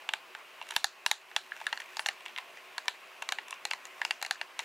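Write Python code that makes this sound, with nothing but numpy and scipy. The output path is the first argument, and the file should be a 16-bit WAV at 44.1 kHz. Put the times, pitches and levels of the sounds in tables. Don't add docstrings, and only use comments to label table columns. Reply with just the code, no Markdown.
import sys
import numpy as np
from scipy import signal
from scipy.fft import rfft, irfft, next_fast_len
from scipy.io import wavfile
from scipy.ndimage import uniform_filter1d

SR = 44100
rng = np.random.default_rng(int(sys.argv[2]) if len(sys.argv) > 2 else 0)


def transcribe(signal):
    frames = np.atleast_2d(signal).T
    limited = np.clip(frames, -1, 1)
    pcm = np.round(limited * 32767).astype(np.int16)
    wavfile.write(sys.argv[1], SR, pcm)


def linear_from_db(decibels):
    return 10 ** (np.asarray(decibels, float) / 20)


N = 204668


def unit(x):
    return x / np.sqrt(np.mean(x ** 2) + 1e-20)


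def along(points, hz):
    f, v = np.transpose(points)
    return np.interp(np.log(hz + 1), np.log(f + 1), v)


def curves(rows):
    s, *cols = np.transpose(rows)
    return [np.interp(np.arange(N) / SR, s, c) for c in cols]


def filtered(x, response):
    m = next_fast_len(x.shape[-1] + 8192)
    spectrum = rfft(x, m) * response(np.fft.rfftfreq(m, 1 / SR))
    return irfft(spectrum, m)[..., :x.shape[-1]]


# (frequency [Hz], left-right likeness [0..1])
ALIKE = [(60, .95), (180, .82), (400, .85), (1650, .88), (4000, .92), (6000, .985), (8000, 1)]


def rush(gain, patchy_db):
    z = signal.stft(rng.standard_normal((2, N + 512)), nperseg=512)[2]
    field = uniform_filter1d(rng.standard_normal(z.shape[1:]), size=5, axis=0)
    field = uniform_filter1d(field, size=8, axis=1)
    pair = signal.istft(z * linear_from_db(patchy_db * unit(field)), nperseg=512)[1][:, :N]

    def response(hz):
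        turn = np.arccos(np.clip(along(ALIKE, hz), -1, 1)) / 2
        return gain(hz) * [np.cos(turn), np.sin(turn)]

    mid, side = filtered(pair, response)
    return unit(np.array([mid + side, mid - side]))


# (frequency [Hz], density [dB per Hz])
VENT = [(30, -68), (70, -45), (120, -25), (634, -2.5), (2820, -3.5), (3460, -11.5), (6000, -21),
        (13000, -39)]
# (frequency [Hz], width [Hz], level [dB])
DUCT = [(374, 20.7, 8.5), (633, 35, -2.5), (1071, 73, 4), (2520, 300, 0)]
# (frequency [Hz], density [dB per Hz])
HISS = [(100, -39), (400, -21), (1760, -46), (3000, -6), (4960, -9), (15100, -13), (15800, -17),
        (16100, -68)]


def background():
    vent_db, hiss_db, hiss_top_hz = -52, -66.5, 15900

    def vent_gain(f):
        hum = sum(linear_from_db(2 * (db + 1)) / (1 + (2 * (f - c) / w) ** 2) for c, w, db in DUCT)
        return linear_from_db(along(VENT, f)) * np.sqrt(1 + hum)

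    vent = rush(vent_gain, patchy_db=1.5)
    hiss = rush(lambda f: linear_from_db(along(HISS, f)) * (f < hiss_top_hz), patchy_db=.3)
    return linear_from_db(vent_db) * vent + linear_from_db(hiss_db) * hiss


# (time [s], level [dB])
FINGERS = [(0.0, -72), (0.43, -96), (0.76, -53.5), (0.89, -73), (1.41, -65.5), (1.61, -60), (2.3, -66.5),
           (3.66, -76.5), (4.08, -61), (4.38, -103), (4.64, -58)]
# (frequency [Hz], density [dB per Hz])
SKIN = [(300, -70), (900, -17), (2000, 6.5), (4000, -6), (7000, -9.5), (11000, -17), (15500, -15),
        (15900, -60)]


def fingers():
    slow = uniform_filter1d(rng.standard_normal(N), size=90) * np.sqrt(90)
    slips = linear_from_db(9 * slow / 2)
    friction = rush(lambda f: linear_from_db(along(SKIN, f)), patchy_db=1.5)
    return linear_from_db(curves(FINGERS)[0] + 6.0) * unit(slips * friction)


# (time [s], strength [dB], hardness [dB], looseness of grip [dB])
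TAPS = [(.0213, -57, -7, 6), (.0901, -27.5, -9.5, -9.5), (.6145, -38.5, -12, 0), (.6256, -42, -9.5, -18),
        (.705, -46, -8, 1), (.7495, -50, -12, -26), (2.2077, -49.5, -10, -5), (2.256, -55.5, 3, -21),
        (2.261, -35.5, -11, -9), (2.2823, -43.5, -10, -13), (2.2954, -42, -31, -30), (3.2218, -39, -11, -4),
        (3.5213, -69, -3, -2), (3.527, -34, -17, -5), (3.712, -27, -9, -10.5), (4.0503, -28, -6, -6.5),
        (4.1086, -23.5, -9, -12), (4.592, -33.5, -0.5, -3), (4.6032, -49.5, 3, 5)]
# (time [s], strength [dB], hardness [dB], looseness [dB])
SNAPS = [(.1365, -29, -2.5, -5.5), (.7082, -40, 2.5, -14), (.764, -26, 2, -3), (1.063, -24.5, 0, -4),
         (1.3639, -25, 0, -3.5), (1.7278, -30, -7.5, -3), (1.8014, -38, -12, -61),
         (1.9692, -41.5, 3.5, 2.5), (1.9938, -30.5, -7, -3.5), (2.0609, -29.5, -1, -6),
         (2.0873, -26.5, -5, -8.5), (2.3625, -38.5, -9, -14), (2.3846, -36, -6, -2.5),
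         (2.8817, -26.5, -0.5, -5), (3.2897, -35, 0.5, -1.5), (3.3223, -30, 0.5, -4.5),
         (3.3859, -33, -11, -7), (3.6527, -34.5, 2.5, -1.5), (4.2263, -33.5, 2, -1), (4.2633, -42.5, 3, -3),
         (4.4139, -32, -6.5, -5)]
# (time [s], strength [dB], hardness [dB], looseness [dB])
KNOCKS = [(.3502, -39.5, -7.5, -7), (.739, -50, -10, -4), (.8435, -24, 3, -3.5), (1.1136, -23.5, 3, -3),
          (1.3147, -46, -8, -7), (1.5197, -31, -30, -27), (1.6027, -48.5, -2.5, -2.5),
          (1.6674, -26, -6.5, -19), (1.7314, -34, -10, -12), (1.7748, -37.5, -5, -11),
          (2.3775, -36.5, -6.5, -16), (2.781, -32.5, -2, -4.5), (3.7344, -33.5, -4, -3),
          (4.0164, -26, -11.5, -9), (4.3101, -26, -1, -8), (4.3563, -45, -20, -16), (4.598, -35, -11, -11)]
# (time [s], strength [dB], hardness [dB], looseness [dB])
NAILS = [
    (.388, -61, -1, 8),
    (.6894, -47.5, -1.5, -19),
    (1.5587, -55, -7, 0),
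    (1.819, -43, -12, -35),
    (3.2237, -35.5, -5.5, 0),
    (3.4831, -47.5, -2.5, -6),
    (3.5082, -48, 4, 2),
    (4.2154, -42, -3.5, -2.5),
    (4.2489, -35, -7, -8),
]
# (time [s], strength [dB], hardness [dB], looseness [dB])
SETTLES = [(.6687, -50.5, -13, -21), (.7217, -42.5, -22, -1), (1.565, -47.5, -13, -8),
           (1.614, -45.5, -13, 8.5), (1.8043, -49, -5, 0.5), (2.067, -56.5, 8, 15),
           (2.5727, -46.5, -14.5, -22), (2.857, -52.5, -9, 4), (3.1182, -56, -18, -13),
           (3.5412, -54, -6.5, 2), (3.7088, -69, 9, 12), (3.8538, -45.5, -5, -5.5), (3.8695, -60, -4, -9)]
# (contacts, shell [dB], plate [dB], cap [dB], tick [dB], extra shell [dB per dB strength])
KINDS = [
    (SNAPS, -0.34, 0.38, 0.3, -5.5, .01),
    (KNOCKS, 0.1, -6.5, 0.12, -6, 0.0093),
    (TAPS, -9, 0.67, 1, -2.5, 0.17),
    (NAILS, -1.7, 0.54, -1, 0.1, .01),
    (SETTLES, 0.1, 0.64, 0.1, 8.5, .01),
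]


def contacts():
    firm_db = -35
    plate_follows, tick_follows = 0.18, 1.43
    rows_out = []
    for rows, shell, plate, cap, tick, grows in KINDS:
        for s, db, hard, loose in rows:
            shell_db = db + shell + grows * (db - firm_db)
            plate_db = db + plate + plate_follows * hard
            tick_db = db + tick + tick_follows * hard
            rows_out.append((s, shell_db, db + loose, plate_db, db + cap + hard, tick_db))
    return rows_out


# (time [s], hollow [Hz], shell [Hz], cap [Hz])
GRIPS = [(.09, 869, 1710, 3600), (.136, 886, 1560, 3600), (.764, 953, 1710, 3560), (.843, 807, 1820, 4150),
         (1.063, 956, 1670, 3850), (1.113, 877, 1930, 3880), (1.364, 864, 1710, 3500),
         (1.667, 900, 1670, 3480), (1.728, 929, 1830, 4230), (1.994, 883, 1770, 4670),
         (2.061, 805, 1760, 4300), (2.087, 802, 1860, 3880), (2.385, 1020, 2050, 3490),
         (2.781, 1000, 1700, 4080), (2.882, 982, 1820, 3570), (3.224, 929, 1500, 3500),
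         (3.29, 1120, 1960, 4410), (3.322, 799, 1700, 3570), (3.386, 877, 1910, 3650),
         (3.527, 1060, 1820, 3540), (3.653, 824, 1990, 4100), (3.712, 875, 1530, 4550),
         (3.734, 1030, 1980, 4110), (4.016, 966, 1770, 3500), (4.05, 880, 1470, 4570),
         (4.109, 850, 1920, 4540), (4.226, 799, 1800, 4080), (4.31, 799, 1680, 4070),
         (4.414, 939, 1840, 4270), (4.592, 926, 2030, 3780)]
# hollow [Hz], shell [Hz], cap [Hz]
FREE_HZ = (870, 1760, 3900)


def bends(s):
    _, *held_hz = min(GRIPS, key=lambda row: abs(row[0] - s))
    hollow, shell, cap = np.divide(held_hz, FREE_HZ)
    return shell, hollow, 1, cap, 1


def contact(rattle_s):
    u = np.arange(400) / SR / rattle_s
    taps = rng.standard_normal(400) ** 3 * np.exp(-u)
    taps[4] += 20
    return taps


def ring(modes, bend, scatter_db, detune, rattle_s):
    t = np.arange(1200) / SR
    hz, width, db = np.transpose(modes)[:, :, None]
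    hz = hz * bend
    luck = rng.standard_normal((2, len(modes), 1))
    waves = np.sin(2 * np.pi * hz * (1 + detune * luck[0]) * t) * np.exp(-np.pi * width * t)
    waves = waves * (1 - np.exp(-.9 * hz * t))
    struck = np.sum(linear_from_db(db + scatter_db * luck[1]) * waves, axis=0)
    near = np.convolve(struck, contact(rattle_s))[:1200]
    around = np.sum(linear_from_db(db) * waves * np.exp(-hz * t / 1.3), axis=0)
    return np.array([near / np.linalg.norm(near), around / np.linalg.norm(around)])


# (frequency [Hz], t60 [s])
ROOM = [(400, 0.025), (1000, 0.16), (2500, 0.13), (6000, 0.23), (14000, 0.081)]


def tail(count):
    hz, t, z = signal.stft(rng.standard_normal((2, count)), SR, nperseg=128)
    z[1] *= 0.23 / (1 + (hz[:, None] / 7000) ** 4)
    ragged = linear_from_db(2.0 * rng.standard_normal(len(t)))
    decay = linear_from_db(-60 * t / along(ROOM, hz)[:, None])
    mid, side = signal.istft(z * ragged * decay, SR, nperseg=128)[1][:, :count]
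    late = 1 - np.exp(-np.arange(count) / SR / 0.0032)
    answer = np.array([mid + side, mid - side]) * late
    return answer / np.linalg.norm(answer[0])


# (frequency [Hz], width [Hz], level [dB])
SHELL = [(1420, 220, -13), (1610, 150, -6), (1760, 130, 0), (1920, 150, -5)]
HOLLOW = [(720, 170, -11), (870, 110, 0), (1010, 150, -7)]
PLATE = [(2330, 170, -3), (2550, 180, -7), (2770, 140, 0), (3130, 220, -4)]
CAP = [(3500, 260, -4), (3900, 190, 0), (4220, 230, -3), (4700, 350, -9), (5200, 400, -8)]
TICK = [(5835, 354, 5), (6545, 326, 2), (7060, 645, 9.5), (9030, 490, 2), (9800, 860, 2), (11140, 400, -8),
        (13700, 3800, -9)]
# (time [s], left over right [dB])
SIDE_OF = [
    (0.0, -2),
    (2.92, 1),
    (4.64, 1),
]


def controller():
    out = np.zeros((2, N + SR))
    pan_db = curves(SIDE_OF)[0]
    parts = [(SHELL, .0004), (HOLLOW, .0004), (PLATE, .0006), (CAP, .0007), (TICK, .0011)]  # (modes, rattle s)
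    for s, *levels_db in contacts():
        at, around = round((s - .0003) * SR), 0
        for (modes, rattle_s), db, bend in zip(parts, levels_db, bends(s)):
            near, blur = linear_from_db(db + 24) * ring(modes, bend, scatter_db=1.8, detune=.012, rattle_s=rattle_s)
            lean_db = pan_db[at] + .8 * rng.standard_normal()
            out[:, at:at + len(near)] += near * linear_from_db(lean_db * np.array([[.5], [-.5]]))
            around = around + blur
        wet = signal.fftconvolve(around[None], tail(count=9000), axes=1)
        out[:, at:at + wet.shape[1]] += linear_from_db(-12.5) * wet
    no_bass = signal.butter(N=6, Wn=600, btype="high", fs=SR, output="sos")
    return signal.sosfilt(no_bass, out[:, :N])


# (time [s], level [dB])
THUMPS = [
    (0.133, -70),
    (0.764, -49.5),
    (0.842, -89),
    (1.114, -57),
    (1.361, -69),
    (1.99, -64),
    (3.32, -106),
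    (4.05, -86),
]


def thumps():
    out, u = np.zeros(N + SR), np.arange(600) / SR / 0.000094
    for s, db in THUMPS:
        out[round((s + .002) * SR):][:600] += linear_from_db(db + 27.5) * u * np.exp(-u)
    return out[:N]


# (frequency [Hz], level [dB], t60 [s])
SPRING = [(4130, 1.5, 0.31), (5520, 1, 0.22), (7500, -9, 0.13), (8250, -4, .2), (9300, -7, .22),
          (10200, -2, 0.11)]
# (time [s], level [dB], tilt [dB per octave])
TWANGS = [
    (0.762, -45.5, -1),
    (1.063, -45.5, 2),
    (1.364, -47.5, -4),
    (1.993, -61.5, 14),
]


def springs():
    out, t = np.zeros(N), np.arange(9000) / SR
    hz, level, t60 = np.transpose(SPRING)[:, :, None]
    for s, db, tilt_db in TWANGS:
        drift = .24 * np.cumsum(rng.standard_normal((len(SPRING), len(t))), axis=1)
        decay = linear_from_db(level + tilt_db * np.log2(hz / hz[0]) - 60 * t / t60)
        waves = decay * np.sin(2 * np.pi * hz * t + drift)
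        out[round(s * SR):][:len(t)] += linear_from_db(db) * waves.sum(axis=0)
    return out


def scene():
    return background() + fingers() + controller() + thumps() + springs()


def band_limit(x):
    return signal.sosfilt(signal.butter(12, 16820, fs=SR, output="sos"), x)


def record(dry):
    grab_s, let_go_s, knee_db, squeeze = 0.0039, 0.1, -43.5, 0.19
    t = np.arange(SR) / SR
    memory = np.exp(-t / let_go_s) * (1 - np.exp(-t / grab_s)) / SR
    load = np.abs(signal.fftconvolve(np.mean(dry ** 4, axis=0), memory)[:N])
    capsule = dry + linear_from_db(-41) * dry ** 2
    capsule = filtered(capsule, lambda hz: 1 / (1 + (hz / 16500) ** 90))
    mix = capsule / (1 + load / linear_from_db(knee_db) ** 2 * 100) ** squeeze
    return band_limit(mix)


dry = scene()
out = record(dry)
transcribe(out)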